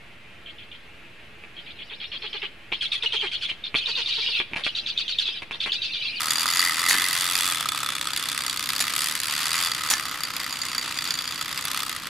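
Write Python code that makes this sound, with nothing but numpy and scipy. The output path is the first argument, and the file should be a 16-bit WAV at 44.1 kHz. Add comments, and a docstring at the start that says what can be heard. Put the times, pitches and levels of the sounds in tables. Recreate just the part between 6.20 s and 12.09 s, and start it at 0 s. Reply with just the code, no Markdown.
"""A battery toy fishing pond turns on a table in a small room, heard from close by.
From the start its plastic gears knock twice a turn, a fast, limping rattle that rings the hollow housing
over a soft whir. At 0.7 s fish clatter in their holes, the magnet on the line taps one, and the tub booms
softly as they drop back. The platter drags and the rattle slows; a clatter and a drop follow at 2.6 s,
a clatter and a tap at 3.7 s. The gears labour on more slowly to the end, over a faint room hum."""
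import sys
import numpy as np
from scipy import signal
from scipy.io import wavfile

SR = 44100
rng = np.random.default_rng(int(sys.argv[2]) if len(sys.argv) > 2 else 0)


def generate_wav(sig):
    """Save sig (samples, or channels by samples) to the path in sys.argv[1] as 16-bit PCM at SR."""
    pcm = np.round(np.clip(np.atleast_2d(sig).T, -1, 1) * 32767).astype(np.int16)
    wavfile.write(sys.argv[1], SR, pcm)


N = 259730
TIME = np.arange(N) / SR
USUAL_TURNS_PER_S, USUAL_KNOCK_DB = 35, -28
# a faster gear knocks harder and brighter and rubs louder (dB for each extra turn per s)
KNOCK_DB_PER_SPEED, BRIGHT_DB_PER_SPEED, RUB_DB_PER_SPEED = .445, .5, .3078

# pace of the knocking gear, sagging whenever the platter drags: time_s, turns_per_s
GEAR_SPEED = [(0.0, 37.93), (0.43, 45.04), (0.53, 40.13), (0.73, 45.45), (1.05, 44.45), (1.28, 45.31),
              (1.48, 30.48), (1.54, 36.13), (1.75, 32.59), (2.29, 33.43), (2.35, 29.81), (2.89, 38.75),
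              (3.13, 36.49), (3.45, 44.0), (3.55, 33.54), (3.66, 38.54), (4.05, 30.33), (4.28, 31.99),
              (5.22, 29.09), (5.63, 34.7), (5.75, 27.13), (5.89, 29.83)]
# load on the gears; the limp is a turn's first knock over its second: time_s, boost_db, limp_db
GEAR_LOAD = [(0.0, 0.5, 5), (0.4, -0.4, -2), (0.9, -1.8, -4), (1.3, -0.3, 2), (1.7, -0.6, 3.5), (2.3, 3, 3),
             (2.85, 3, -4.5), (2.99, -4, 5), (3.12, 1.5, -1), (3.35, -0.7, 1.5), (3.9, -5, 3),
             (4.4, -2.4, 2.5), (4.92, 0, -2), (5.1, 0, 0), (5.58, 1.3, -6), (5.89, -5, -7.5)]
# accents, the hardest gear knocks: start_s, snap_db, housing_db, shaft_db
HARD_KNOCKS = [(0.106, -19, -27.5, -22), (0.156, -25, -28.5, -25.5), (0.182, -25.5, -22.5, -25),
               (0.257, -25.5, -20, -31), (0.286, -24.5, -30, -28), (0.393, -21.5, -32, -22),
               (0.7822, -21, -28, -29), (0.841, -22.5, -38, -31), (0.929, -21.5, -35, -27.5),
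               (1.009, -22, -42, -32), (1.1531, -19.5, -31, -25), (1.2076, -20.5, -34, -37),
               (1.407, -21.5, -28.5, -45), (1.457, -25.5, -27.5, -40), (1.4877, -19, -29, -36),
               (1.519, -23.5, -27, -52), (1.6311, -24, -22, -46), (1.6882, -23, -23.5, -46),
               (1.8119, -23, -28, -37), (1.8712, -23.5, -23.5, -43), (1.933, -25, -25, -31.5),
               (1.9624, -22.5, -40, -34), (1.974, -23, -46, -32), (2.086, -22, -35, -35),
               (2.1767, -20.5, -43, -39), (2.264, -22.5, -31, -30), (2.373, -24.5, -38, -32.5),
               (2.4896, -24, -44, -30), (2.7035, -27.5, -36, -34), (2.7364, -23.5, -28, -28),
               (2.9521, -21.5, -40, -34), (3.0011, -22.5, -41, -27.5), (3.033, -23, -34, -31),
               (3.2556, -22.5, -34, -31.5), (3.516, -24, -28, -28), (3.548, -23, -40, -35),
               (4.034, -23, -39, -26), (4.1654, -25, -48, -34), (4.416, -30.5, -38, -23.5),
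               (4.5802, -27, -31, -26.5), (4.7735, -31, -49, -30), (4.906, -25, -42, -24),
               (4.939, -28, -39, -25.5), (5.054, -34, -29, -40), (5.211, -25, -33, -34),
               (5.3754, -25, -32, -32), (5.41, -28.5, -43, -41), (5.4817, -27, -39, -45)]
# how much of a knock reaches each part as the platter turns, relative to its snap: time_s, send_db
HOUSING_SEND = [(0.0, -9.5), (0.7, -7.5), (1.25, -10), (1.6, -2.5), (1.9, -5), (2.45, -11.5), (2.95, -13.5),
                (3.9, -2), (4.8, -10.5), (5.89, -6)]
PLATTER_SEND = [(0.0, -11), (0.25, -7.5), (0.6, 1), (0.85, -4), (1.35, -14.5), (3.0, -12), (3.65, -4.5),
                (4.5, -6.5), (5.89, -10.5)]
GEARBOX_SEND = [(0.0, -8), (0.7, -8.5), (1.15, -5.5), (1.6, -5), (2.3, -9), (2.95, -15), (3.4, -5.5),
                (4.0, -14), (4.9, -6), (5.89, -10.5)]
TOOTH_TIP_SEND = [(0.0, -16), (0.4, -14), (0.8, -22), (1.9, -18), (2.8, -12), (3.5, -19), (4.0, -8.5),
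                  (4.7, -14), (5.4, -11), (5.89, -9)]
SHAFT_SEND = [(0.0, -6), (0.32, -2), (0.65, -11.5), (1.5, -17), (2.35, -9.5), (3.15, -9.5), (3.4, -5.5),
              (4.2, -6.5), (4.65, -6), (4.92, -3), (5.25, -9.5), (5.89, -11.5)]
# the ringing voice of each part of the toy: pitch_hz, relative_db, t60_s
GEAR_MODES = [(2444, 0, 0.015), (2790, -2.5, 0.012), (3800, -2, 0.015), (5970, -10, 0.047),
              (7950, -2, 0.044), (8936, 0.5, 0.036), (10240, -4.5, 0.025), (11300, -13, 0.053)]
HOUSING_MODES = [(1030, -18, 0.019), (1060, -2, 0.0085), (1271, 37, 0.025), (1360, -31, .012)]
PLATTER_MODES = [(1757, -2.5, 0.021), (1997, 9.5, 0.012), (2096, 6, 0.019)]
GEARBOX_MODES = [(3340, -3, 0.021), (3493, 1, 0.031)]
TOOTH_TIP_MODES = [(12340, -1, 0.0064), (12900, -2, .007), (13800, 0, 0.0071)]
SHAFT_MODES = [(4455, -4, 0.03), (4655, 4, 0.041), (5004, -1, 0.029), (6840, -3, 0.038)]
FISH_MODES = [(1600, 2, 0.073), (1750, 7, 0.088), (2170, -4, 0.17), (3860, 3.5, 0.17), (4475, 6, 0.1),
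              (7010, 7, 0.089), (10440, 8.5, 0.031)]
TUB_MODES = [(245, 4.9, 0.43), (294, 5, 0.23), (324, 5.2, 0.21)]
# tail of a knock's crack: frequency_hz, t60_s
CRACK_DECAY = [(500, .018), (1500, .017), (4000, .015), (8000, .012), (14000, .009)]
# tone colour of the crack, the whir and the room noise: frequency_hz, relative_db
CRACK_COLOUR = [(350, -36), (700, -23), (1100, -12), (1600, 4), (2400, -3), (3400, 4.5), (4800, 0.5),
                (6500, -4.5), (9000, -1.5), (12500, -4.5), (15500, -17)]
WHIR_COLOUR = [(350, -14), (700, -13.5), (1200, 4), (2000, 0.5), (3500, 2.5), (5000, -6), (7000, -9.5),
               (12000, -14.5), (15500, -23)]
ROOM_COLOUR = [(15, -41), (25, -7), (38, -16.5), (92, -6.5), (141, -4), (204, -6.5), (253, -8), (285, -0.5),
               (321, -12), (408, -31), (466, -11), (600, -6.5), (780, -38), (1320, -120)]
# gear rub at the usual speed, swelling where the platter drags: time_s, level_db
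RUB_LEVEL = [(0.0, -34), (0.85, -33.5), (1.3, -34.5), (1.65, -36), (2.45, -35), (2.8, -33), (3.0, -36),
             (3.15, -31.5), (3.7, -35), (4.0, -34), (4.9, -33), (5.1, -35), (5.6, -33.5), (5.89, -36)]
# fish scraping and clattering on the platter: start_s, relative_db, centre_hz, t60_s
FISH_SCRAPES = [(0.6888, -15.5, 6500, 0.022), (0.6952, -15, 4000, 0.026), (0.7053, -18, 3800, 0.061),
                (0.723, -21, 2480, 0.031), (0.739, -24, 1540, 0.068), (2.603, -18.5, 3380, 0.077),
                (3.701, -18.5, 6130, 0.13), (3.7105, -19.5, 2500, 0.029), (3.721, -26, 1600, 0.057),
                (3.733, -22, 1400, 0.04)]
# sharp taps of the magnet on a fish: start_s, force_db, pitch_hz, t60_s
MAGNET_TAPS = [(0.71, -3.5, 1940, 0.0095), (3.7382, -1.5, 5740, 0.0033)]
# a fish dropping back into its hole: start_s, force_db
FISH_DROPS = [(.712, -48), (0.749, -40.5), (2.611, -45)]
# tones of the room's hum: pitch_hz, relative_db
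HUM_TONES = [(50, -61.5), (74, -64.5), (115, -62.5), (138, -64), (150, -56), (175, -61), (258, -56)]
# stereo width, side relative to mid: frequency_hz, side_db
STEREO_WIDTH = [(30, -4), (90, -3.5), (350, -9), (700, -2.5), (1300, -29), (2800, -11.5), (5000, -7.5),
                (11000, -5.5), (15000, -7.5)]


def gear_motion():
    """The gear's spin: turns made so far, and haste, its turns per second above the usual speed."""
    speed, = in_time(GEAR_SPEED)
    return np.cumsum(speed) / SR, speed - USUAL_TURNS_PER_S


def gear_knocks(backlash_s, backlash_turns, jitter_s, scatter_db, colour_db, slack_db):
    """Two knocks a turn: their samples, and dB rows for snap, housing, platter, gearbox, tips, shaft."""
    turns, haste = gear_motion()
    first = np.interp(np.arange(.2, turns[-1]), turns, TIME)
    # the gear falls back across its backlash, later when it turns slowly
    second = first[:-1] + backlash_s + backlash_turns * np.diff(first)
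    second += jitter_s * rng.standard_normal(len(second))
    when = np.sort(np.concatenate([first, second]))
    count = len(when)
    load_db, limp_db = in_time(GEAR_LOAD)
    snap_db = np.interp(when, TIME, USUAL_KNOCK_DB + KNOCK_DB_PER_SPEED * haste + load_db)
    # a slow gear rattles loosely; 12 more turns per s cut the scatter to about a third
    looseness = np.exp(-np.interp(when, TIME, haste) / 12)
    snap_db += scatter_db * looseness * rng.standard_normal(count)
    snap_db += np.interp(when, TIME, limp_db) / 2 * (-1) ** np.arange(count)
    sends_db = [np.interp(when, *np.transpose(send)) + colour_db * rng.standard_normal(count)
                for send in (HOUSING_SEND, PLATTER_SEND, GEARBOX_SEND, TOOTH_TIP_SEND, SHAFT_SEND)]
    level_db = snap_db + np.array([np.zeros(count)] + sends_db)
    hard_s, hard_db, housing_db, shaft_db = np.transpose(HARD_KNOCKS)
    nearest = np.argmin(np.abs(when - hard_s[:, None]), axis=1)
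    # a tooth that barely touches leaves slack, so the next one lands hard
    level_db[:, nearest - 1] += slack_db
    level_db[:, nearest] += hard_db - level_db[0, nearest]
    when[nearest], level_db[1, nearest], level_db[-1, nearest] = hard_s, housing_db, shaft_db
    return np.clip((when * SR).astype(int), 0, N - 1), level_db


def tooth_bounce(hits, level_db, max_rebound, delay_s):
    """Each tooth bounces once, splitting its knock into a tight flam; one energy train per level row."""
    lag, strength = rng.random((2, len(hits)))
    later = np.minimum(hits + (delay_s * (lag + .2) * SR).astype(int), N - 1)
    knock_energy = from_db(level_db) ** 2 * SR / 100  # level taken as rms over 10 ms
    rebound = max_rebound * strength ** 2
    energy = np.zeros((len(level_db), N))
    energy[:, hits] += knock_energy / (1 + rebound)
    energy[:, later] += knock_energy * rebound / (1 + rebound)
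    return energy


def struck_part(energy, modes, rough, wander_db=1.2):
    """A blow and a short rough slide ring a part's modes, whose strengths wander as the platter turns."""
    blow = np.sqrt(energy) * rng.choice([-1, 1], (2, N))
    slide = rough * fade(energy, t60=.008) * rng.standard_normal((2, N))
    rings = np.zeros((2, N))
    for k, (hz, db, t60) in enumerate(modes):
        mode = rms_one(stereo(ring(blow + slide, hz, t60), hz))
        rings += from_db(db + wander_db * drift(3.2)) * (-1) ** k * mode
    return np.sqrt(energy.mean()) * rms_one(rings)


def thin_lows(x, hz):
    """The low end of the toy's rings thins out below the parts' lowest modes."""
    return signal.sosfilt(signal.butter(2, hz, "high", fs=SR, output="sos"), x)


def plastic_crack(energy, bright_db, knee_hz):
    """The broad snap of plastic on plastic; the treble dies first and rides the brightness curve."""
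    bands = noise_bands(300, 16500, count=12, envelope=lambda hz: fade(energy, at_hz(CRACK_DECAY, hz)))
    shelf_db = bright_db - bright_db.mean()
    snap = sum(band * from_db(at_hz(CRACK_COLOUR, hz) + shelf_db / (1 + (knee_hz / hz) ** 4))
               for hz, band in bands)
    return np.sqrt(energy.mean()) * rms_one(snap)


def pinion_whir(teeth_per_turn, grain_db, throb):
    """The meshing pinion: a grainy hiss that throbs with every tooth; rms 1."""
    turns, _ = gear_motion()
    rub = from_db(grain_db * drift(100)) * (1 + throb * np.sin(2 * np.pi * teeth_per_turn * turns))
    bands = noise_bands(300, 16500, count=10, envelope=lambda hz: rub)
    return rms_one(sum(band * from_db(at_hz(WHIR_COLOUR, hz)) for hz, band in bands))


def fish_clatter(spread_octaves, scrape_db, ring_db):
    """Loose fish scrape in short bursts, each with its own pitch and length, and their shells ring."""
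    def envelope(hz):
        energy, age = np.zeros(N), TIME[:SR // 4]
        for start_s, db, centre_hz, t60 in FISH_SCRAPES:
            start = int(start_s * SR)
            colour = np.sqrt(3000 / centre_hz) / (1 + (np.log2(hz / centre_hz) / spread_octaves) ** 2)
            energy[start:start + len(age)] += (colour * from_db(db - 60 * age / t60)) ** 2
        return np.sqrt(energy)
    scrape = sum(band for _, band in noise_bands(795, 15400, count=8, envelope=envelope))
    grit = rng.standard_normal((2, N))
    shell = sum(from_db(db) / np.sqrt(t60 * SR) * stereo(ring(grit * envelope(hz), hz, t60), hz)
                for hz, db, t60 in FISH_MODES)
    return from_db(scrape_db) * scrape + from_db(ring_db) * shell


def magnet_taps():
    """The magnet hits hard plastic: a dry tick, gone at once."""
    return sum(ring(click(start_s, db), hz, t60) for start_s, db, hz, t60 in MAGNET_TAPS)


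def tub_boom(gain_db):
    """The hollow tub booms softly under a falling fish."""
    force = sum(click(start_s, db) for start_s, db in FISH_DROPS)
    return sum(from_db(db + gain_db) * ring(force, hz, t60) for hz, db, t60 in TUB_MODES)


def room_reverb(x, t60, wall_hz):
    """Sound bounces between close walls: eight feedback delays a side, duller on every round."""
    tail, dull = np.zeros((2, N)), np.exp(-2 * np.pi * wall_hz / SR)
    for k, lag in enumerate((rng.uniform(.007, .04, 16) * SR).astype(int)):
        side, feedback = k % 2, from_db(-60 * lag / SR / t60)
        loop, state = x[side].copy(), [0.]
        for i in range(lag, N, lag):
            echo, state = signal.lfilter([feedback * (1 - dull)], [1, -dull], loop[i - lag:i], zi=state)
            loop[i:i + lag] += echo[:N - i]
        tail[side] += (loop - x[side]) * (-1) ** (k // 2)
    return tail / np.sqrt(8)


def room_tone(noise_db, hum_db, waver):
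    """A bed of low room noise and wavering hum, leaning slightly left."""
    bands = noise_bands(25, 600, count=11)
    noise = rms_one(sum(band * from_db(at_hz(ROOM_COLOUR, hz)) for hz, band in bands))
    hum = sum(from_db(db) * np.sqrt(2) * np.sin(2 * np.pi * hz * TIME + waver * hz / 100 * drift(1.5))
              for hz, db in HUM_TONES)
    return (from_db(noise_db) * noise + from_db(hum_db) * hum) * from_db([[.8], [-.8]])


def from_db(db):
    """Decibels to gain."""
    return 10 ** (np.asarray(db) / 20)


def rms_one(x):
    """Scale to rms 1."""
    return x / np.sqrt(np.mean(x ** 2) + 1e-20)


def in_time(rows):
    """Each column of an automation curve at every sample."""
    time_s, *columns = np.transpose(rows)
    return [np.interp(TIME, time_s, column) for column in columns]


def at_hz(points, hz):
    """Read a curve on a log-frequency axis."""
    points_hz, values = np.transpose(points)
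    return np.interp(np.log(hz), np.log(points_hz), values)


def drift(rate_hz):
    """Smooth random modulation with a spread of about 1."""
    hop = 40  # samples per control step
    r = np.exp(-2 * np.pi * rate_hz * hop / SR)
    slow = signal.lfilter([1], [1, -2 * r, r * r], rng.standard_normal(N // hop + 2002))[2000:]
    return np.interp(np.arange(N) / hop, np.arange(len(slow)), rms_one(slow))


def stereo(pair, hz):
    """Mid and side to left and right, as wide as that frequency is."""
    return pair[0] + from_db(at_hz(STEREO_WIDTH, hz)) * pair[1] * [[1], [-1]]


def click(start_s, db):
    """A blow one sample long."""
    return from_db(db) * (np.arange(N) == int(start_s * SR))


def ring(force, hz, t60):
    """One mode: a unit click sets a sine of height 1 ringing."""
    r, w = from_db(-60 / (t60 * SR)), 2 * np.pi * hz / SR
    return signal.lfilter([0, np.sin(w)], [1, -2 * r * np.cos(w), r * r], force + 1e-18)


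def fade(energy, t60):
    """Amplitude envelope of impacts whose energy dies away exponentially."""
    r = np.exp(-2 * np.log(1000) / (t60 * SR))
    return np.sqrt(signal.lfilter([1 - r], [1, -r], energy + 1e-18))


def noise_bands(low_hz, high_hz, count, envelope=lambda hz: 1):
    """Stereo noise, shaped in time and then split into bands: yields (centre_hz, band)."""
    edges, white = np.geomspace(low_hz, high_hz, count + 1), rng.standard_normal((2, 2, N))
    for k, (low, high) in enumerate(zip(edges, edges[1:])):
        hz = np.sqrt(low * high)
        bandpass = signal.butter(2, [low, high], "band", fs=SR, output="sos")
        yield hz, stereo(signal.sosfilt(bandpass, white[k % 2] * envelope(hz)), hz)


def scene():
    """The mix: one train of gear knocks rings the toy, with whir, fish and room layered around it."""
    _, haste = gear_motion()
    rub_db, = in_time(RUB_LEVEL)
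    hits, level_db = gear_knocks(backlash_s=.0058, backlash_turns=.22, jitter_s=.0008,
                                 scatter_db=1.5, colour_db=1.0, slack_db=-3.5)
    energies = tooth_bounce(hits, level_db, max_rebound=.72, delay_s=.0021)
    snap, housing, platter, gearbox, tips, shaft = energies
    rings = from_db(-10.5) * struck_part(snap, GEAR_MODES, rough=2.5)
    rings += from_db(-2.25) * struck_part(housing, HOUSING_MODES, rough=1.18)
    rings += from_db(-3.5) * struck_part(platter, PLATTER_MODES, rough=1.1)
    rings += from_db(-3.5) * struck_part(gearbox, GEARBOX_MODES, rough=.96)
    rings += from_db(1.0) * struck_part(shaft, SHAFT_MODES, rough=1.05)
    rings += from_db(-2.4) * struck_part(tips, TOOTH_TIP_MODES, rough=.8)
    toy = thin_lows(rings + magnet_taps(), hz=765)
    toy += from_db(-3.24) * plastic_crack(snap, BRIGHT_DB_PER_SPEED * haste, knee_hz=6500)
    whir = pinion_whir(teeth_per_turn=9.8, grain_db=3.0, throb=.53)
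    toy += from_db(rub_db + RUB_DB_PER_SPEED * haste) * whir
    toy += fish_clatter(spread_octaves=1.4, scrape_db=8.0, ring_db=4.0) + tub_boom(gain_db=-7)
    reverb = from_db(-11) * room_reverb(toy, t60=.25, wall_hz=7100)
    return toy + reverb + room_tone(noise_db=-49.5, hum_db=-3.0, waver=.7)


def record(dry):
    """The microphone dulls above 14 kHz, then the top is cut steeply."""
    dull = signal.sosfilt(signal.butter(6, 14300, fs=SR, output="sos"), dry)
    return signal.sosfilt(signal.ellip(10, .2, 80, 15750, fs=SR, output="sos"), dull)


dry = scene()
out = record(dry)
generate_wav(out)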